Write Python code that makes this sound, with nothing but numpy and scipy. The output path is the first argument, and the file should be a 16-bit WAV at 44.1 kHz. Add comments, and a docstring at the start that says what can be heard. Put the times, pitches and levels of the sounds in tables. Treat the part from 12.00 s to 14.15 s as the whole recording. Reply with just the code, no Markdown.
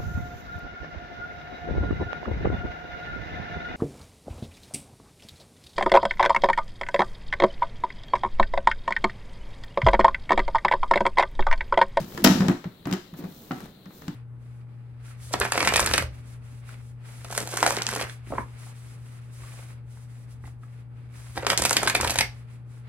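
"""Two interlocking lid flaps of a hard plastic storage box are shut by a gloved hand in a small room.
One flap slaps down and bounces, is pressed until its teeth click home, and is patted flat.
Contacts are coloured noise bursts; blows are decaying sines that excite the modes of the hollow box.
Glove, sleeve and dragging edges are grainy friction noise; a short diffuse echo and steady air noise
surround them."""
import sys
import numpy as np
from scipy import signal
from scipy.fft import rfft, irfft
from scipy.io import wavfile
from scipy.ndimage import uniform_filter1d

SR = 44100
rng = np.random.default_rng(int(sys.argv[2]) if len(sys.argv) > 2 else 0)


def pcm_store(signal):
    """Save signal as 16-bit PCM."""
    levels = np.round(np.clip(np.atleast_2d(signal), -1, 1) * 32767)
    wavfile.write(sys.argv[1], SR, levels.astype(np.int16).T)


N = 94815  # length of the scene [samples]

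# Levels in the tables are relative.
# Hard plastic contacts: (time [s], clack level [dB], snap level [dB], top tick level [dB])
CONTACTS = [(0.176,-18.5,-27,-33.5),(.241,-12,-15.5,-7),(0.2442,-3,-3,-3.5),(.248,-8,-1,-11),(.263,-10,-13,-32),(.273,-6,-8.5,-34),
            (0.406,-14.5,-23,-35),(0.42,-16.5,-50,-72),(0.4834,-11,-17,-30.5),(.496,-15.5,-47,-34.5),(.516,-21,-44,-36),
            (0.642,-24,-40,-51),(.855,-23.5,-30,-52),(0.871,-20.5,-50,-33),(0.9124,-23,-29,-32),(0.9264,-24,-17,-32.5),(0.936,-16.5,-25.5,-27),
            (1.138,-32,-47,-46),(1.188,-43,-47,-45),(1.241,-29.5,-45,-43),(1.509,-19,-45,-62),(1.517,-21.5,-32.5,-54),(1.604,-29.5,-40,-37),(1.657,-34,-55,-45),
            (1.857,-34,-45.5,-63),(1.906,-37,-61,-68),(2.02,-32,-42.5,-62),(2.0807,-25,-29.5,-38)]
# Colours of a contact: (frequency [Hz], level [dB])
CLACK_SPECTRUM = [(100,-29.5),(400,2.5),(1300,2),(1950,-1.5),(2400,-9.5),(8000,-41)]
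SNAP_SPECTRUM = [(1000,-1.5),(3100,1.5),(7900,-6.5),(9300,-20.5),(15000,-25)]
TICK_SPECTRUM = [(4000,-12),(11500,6.5),(15500,3.5)]
# Modes of the flap, which rings freely only when it is dropped: (frequency [Hz], level [dB])
LID_MODES = [(466,1.5),(654,5.5),(926,1),(1320,-3),(1521,-2.5),(1894,0),(3822,-5.5),(4694,-9)]
# Blows that flex the hollow box: (time [s], level [dB], main pitch [Hz])
BLOWS = [(0,-22.5,168),(.181,-27,337),(0.227,-18.5,218),(.248,-4,226),(.269,-7.5,267),(0.299,-7,194),(0.355,-11.5,226.5),
         (0.404,-9,188),(.485,-8,177),(0.497,-12,266.6),(.511,-28,197),(0.656,-21.5,168),(0.858,-22.5,152),(0.87,-20,278),(.917,-20,206.7),(.928,-17.5,194),(.938,-24.5,383),
         (1.13,-29.5,158.5),(1.188,-29,278),(1.238,-25.5,174),(1.508,-20,262),(1.512,-25.5,159),(1.629,-33,206),(1.862,-34,190),(2.08,-23,165),(2.082,-27.5,287)]
# Modes of the hollow box: (frequency [Hz], level [dB])
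BOX_MODES = [(122,-1),(172,-3),(192,-18),(243,0),(292,-4.5),(351,6)]
# The flat of the glove patting the lid: (time [s], level [dB])
GLOVE_PATS = [(1.509,-7.5)]
# Modes of the flap under the glove: (frequency [Hz], level [dB])
PALM_MODES = [(740,1),(1310,3),(1976,-21),(2900,-14),(3700,-16)]
# Strokes with a mid-heavy colour: (middle [s], half length [s], level [dB]); at 0.42 and 0.9 s flap edges drag
# over each other, at 1.23 s the sleeve brushes the box
MID_STROKES = [(.42,0.069,-30.5),(.9,0.021,-36),(1.23,0.044,-43.5)]
# Colour of the dragging edges and of the sleeve brush at 1.23 s: (frequency [Hz], level [dB])
DRAG_SPECTRUM = [(60,-7.5),(170,13.5),(500,-0.5),(1600,-10.5),(10000,-36)]
# Glove sliding over the lid: (middle [s], half length [s], level [dB])
GLOVE_SLIDES = [(.12,0.059,-48),(1.188,0.014,-47.5),(1.41,0.12,-50.5),(1.98,0.045,-51)]
# Colour of the sliding glove: (frequency [Hz], level [dB])
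GLOVE_SPECTRUM = [(300,9.5),(2500,-11),(7000,-8.5),(9700,-11.5),(13500,-2)]
# Sleeve brushing the box: (middle [s], half length [s], level [dB])
SLEEVE_BRUSHES = [(0,0.033,-34),(.18,0.068,-39),(1.6,0.069,-43),(2.06,0.027,-47.5)]
# Colour of the sleeve: (frequency [Hz], level [dB])
SLEEVE_SPECTRUM = [(40,-5),(200,10),(500,-7.5),(2500,-18.5),(10000,-27.5)]
# Reverberation time of the room: (frequency [Hz], t60 [s])
ROOM_DECAY = [(150,0.15),(1500,0.3445),(5000,0.47),(15000,0.48)]
# Echo of the room: (frequency [Hz], level [dB])
ROOM_LEVEL = [(200,-2.5),(5000,-4.5),(13000,-8.5)]
# Colour of the still air: (frequency [Hz], level [dB])
AIR_SPECTRUM = [(60,-2),(170,10),(1000,-12),(2700,-17.5),(4100,-10),(5300,-33),(9500,-25.5),(15000,-20.5)]
# Likeness of the two microphones: (frequency [Hz], likeness [0-1])
LIKENESS = [(250,0.95),(1300,0.27),(3000,0.22)]
# Treble colour of the microphones: (frequency [Hz], left minus right [dB])
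BALANCE = [(200,.3),(650,1.5),(1300,0),(2000,2.5),(3300,9.5),(5500,15),(7500,10),(13000,-8)]

CLACK_T60_S, SNAP_T60_S, TICK_T60_S = 0.039, 0.017, 0.013
CONTACT_GAIN_DB = 11
WALL_DB, WALL_LENGTH = -15, 5.2  # softer ringing of the walls: level, length in multiples of the t60
DROP_S, LID_DB, LID_T60_S = 0.245, 10, 0.19
CLATTER_DB, CLATTER_GAP_S, CLATTER_T60_S = -9.5, 0.01, 0.51  # level before the contact gain, mean gap
THUMP_RISE_S, THUMP_T60_S = 0.0017, 0.056
PUSH_DB, PUSH_S = -39, 0.012  # air pushed by a blow, its level relative to the swing
BOX_DB, BOX_T60_S = -22, 0.2
PALM_RISE_S, PALM_T60_S = 0.0013, 0.041
AIR_DB = -51.5
CEILING, EDGE_HZ = 0.95, 15900  # saturation amplitude, upper band limit


def amp(db):
    """Level definition: decibels to amplitude ratio."""
    return 10 ** (np.asarray(db) / 20)


def read(points, hz):
    """Linear interpolation of a table on a log-frequency axis."""
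    f, value = np.transpose(points)
    return np.interp(np.log(hz + 1), np.log(f + 1), value)


def add(mix, s, sound):
    """Superposition: adds a sound in place from time s."""
    part = mix[..., max(round(s * SR), 0):][..., :sound.shape[-1]]
    part += sound[..., :part.shape[-1]]


def unit(x):
    """Energy normalization: mean energy 1 per channel."""
    mean_energy = np.mean(np.sum(x ** 2, -1))
    return x / np.sqrt(mean_energy + 1e-20)


def convolve(x, response):
    """Linear filtering by stereo convolution, cut to the scene's length."""
    return signal.fftconvolve(np.atleast_2d(x), np.atleast_2d(response), axes=1)[:, :N]


def colour(points, size=4096):
    """Minimum phase: the Hilbert transform of log gain gives a causal impulse response."""
    hz = abs(np.fft.fftfreq(size, 1 / SR))
    log_gain = np.log(amp(read(points, hz)))
    spectrum = np.exp(np.conj(signal.hilbert(log_gain)))
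    return np.fft.ifft(spectrum).real[:size // 2]


def pair(x):
    """Spatial coherence: mixes two unrelated channels so that they are most alike in the bass."""
    a, b = rfft(x)
    hz = np.fft.rfftfreq(x.shape[1], 1 / SR)
    turn = np.arccos(np.clip(read(LIKENESS, hz), 0, 1)) / 2
    left = a * np.cos(turn) + b * np.sin(turn)
    right = a * np.cos(turn) - b * np.sin(turn)
    return irfft(np.array([left, right]), x.shape[1])


def fade(t, t60):
    """Exponential damping: decay by 60 dB in t60."""
    return np.exp(-np.log(1000) * t / t60)


def ring(modes, t60):
    """Modal superposition: an impulse response as a sum of equally damped cosines."""
    t = np.arange(SR // 2) / SR
    modal_sum = sum(amp(db) * np.cos(2 * np.pi * hz * t) for hz, db in modes)
    return fade(t, t60) * modal_sum


def contacts(rows, column, spectrum, t60, size=8192):
    """High modal density: heavily damped plastic modes act as a noise burst, and the walls ring on softly."""
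    out = np.zeros((2, N))
    t = np.arange(size) / SR
    envelope = fade(t, t60) + amp(WALL_DB) * fade(t, WALL_LENGTH * t60)
    for row in rows:
        noise = pair(rng.standard_normal((2, size)))
        burst = rfft(noise * envelope)
        # Dividing by the root of the magnitude evens out random peaks of the spectrum.
        even = irfft(burst / (abs(burst) + 1e-9) ** 0.5) * fade(t, 20 * t60)
        add(out, row[0], amp(row[column]) * unit(even))
    return amp(CONTACT_GAIN_DB) * convolve(out, unit(colour(spectrum)))


def clatter():
    """Dissipative rebound: the dropped flap chatters on the rim in uneven contacts that die away."""
    gap, strength = rng.random((20, 2)).T
    after = np.cumsum(CLATTER_GAP_S * (0.5 + gap))
    decay_db = 20 * np.log10(fade(after, CLATTER_T60_S))
    level_db = CLATTER_DB + decay_db - 10 * strength
    return np.transpose([DROP_S + after, level_db])


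def lid():
    """Impact excitation: flaps clack, edges snap and tick, and the dropped flap chatters and rings."""
    rows = [row[:3] for row in CONTACTS] + [(s, db, db) for s, db in clatter()]
    clack = contacts(rows, 1, CLACK_SPECTRUM, CLACK_T60_S)
    snap = contacts(rows, 2, SNAP_SPECTRUM, SNAP_T60_S)
    tick = contacts(CONTACTS, 3, TICK_SPECTRUM, TICK_T60_S)
    out = clack + snap + tick
    add(out, DROP_S, amp(LID_DB) * unit(ring(LID_MODES, LID_T60_S)))
    return out


def box():
    """Forced and free vibration: a blow swings a wall, pushes air and leaves the hollow box humming."""
    out = np.zeros(N)
    t = np.arange(SR // 4) / SR
    u = t / PUSH_S
    push = amp(PUSH_DB) * 2 * u * (2 - u) * np.exp(-u)
    for s, db, hz in BLOWS:
        rise = 1 - np.exp(-(t / THUMP_RISE_S) ** 2)
        swing = rise * fade(t, THUMP_T60_S) * np.sin(2 * np.pi * hz * t)
        add(out, s, amp(db) * (swing + push))
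    hum = convolve(out, unit(ring(BOX_MODES, BOX_T60_S)))
    return out + amp(BOX_DB) * hum


def pat():
    """Compliant impact: the soft glove eases into the flap, whose modes die quickly under it."""
    out = np.zeros(N)
    knock = ring(PALM_MODES, PALM_T60_S)
    t = np.arange(len(knock)) / SR
    knock = unit(knock * (1 - np.exp(-(t / PALM_RISE_S) ** 2)))
    for s, db in GLOVE_PATS:
        add(out, s, amp(db) * knock)
    return out


def hiss(spectrum):
    """Stationary noise: rms near 1 with a given spectrum."""
    return convolve(pair(rng.standard_normal((2, N))), unit(colour(spectrum)))


def rub(strokes, spectrum, grain_db):
    """Friction excitation: grainy noise swells and fades with each stroke."""
    t = np.arange(N) / SR
    level = sum(amp(db) * np.exp(-0.5 * ((t - s) / half) ** 2) for s, half, db in strokes)
    grain = uniform_filter1d(rng.standard_normal(N), size=100)
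    return hiss(spectrum) * level * amp(grain_db * grain / grain.std())


def room(x):
    """Diffuse reverberation: a noise echo whose bands each die at their own rate."""
    hz, t, bands = signal.stft(pair(rng.standard_normal((2, SR))), SR, nperseg=256)
    t60 = read(ROOM_DECAY, hz)[:, None]
    gain = amp(read(ROOM_LEVEL, hz))[:, None]
    # The root of t60 keeps a band's energy independent of its decay time.
    bands = bands * fade(t, t60) / np.sqrt(t60) * gain
    tail = signal.istft(bands, SR, nperseg=256)[1][:, :SR]
    build_up = np.clip((np.arange(SR) / SR - 0.004) / 0.0024, 0, 1)  # starts at 4 ms, rises for 2.4 ms
    return convolve(x, tail * build_up * np.sqrt(2 * np.log(1000) / SR))


def scene():
    """Superposition of lid, box and hand, the knocks with their echo, over still air."""
    knocks = lid() + box() + pat() + rub(MID_STROKES, DRAG_SPECTRUM, grain_db=2.5)
    glove = rub(GLOVE_SLIDES, GLOVE_SPECTRUM, grain_db=1.5)
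    sleeve = rub(SLEEVE_BRUSHES, SLEEVE_SPECTRUM, grain_db=3)
    air = amp(AIR_DB) * hiss(AIR_SPECTRUM)
    return knocks + room(knocks) + glove + sleeve + air


def record(dry):
    """Transduction: each microphone has its own colour, then soft saturation and a band limit."""
    ports = np.array([colour([(hz, side * db / 2) for hz, db in BALANCE]) for side in (1, -1)])
    heard = convolve(dry, ports)
    heard = heard / (1 + (heard / CEILING) ** 4) ** 0.25
    edge = signal.firwin(401, EDGE_HZ, window=("kaiser", 8), fs=SR)
    return signal.oaconvolve(heard, edge[None], "same", axes=1)


dry = scene()
out = record(dry)
pcm_store(out)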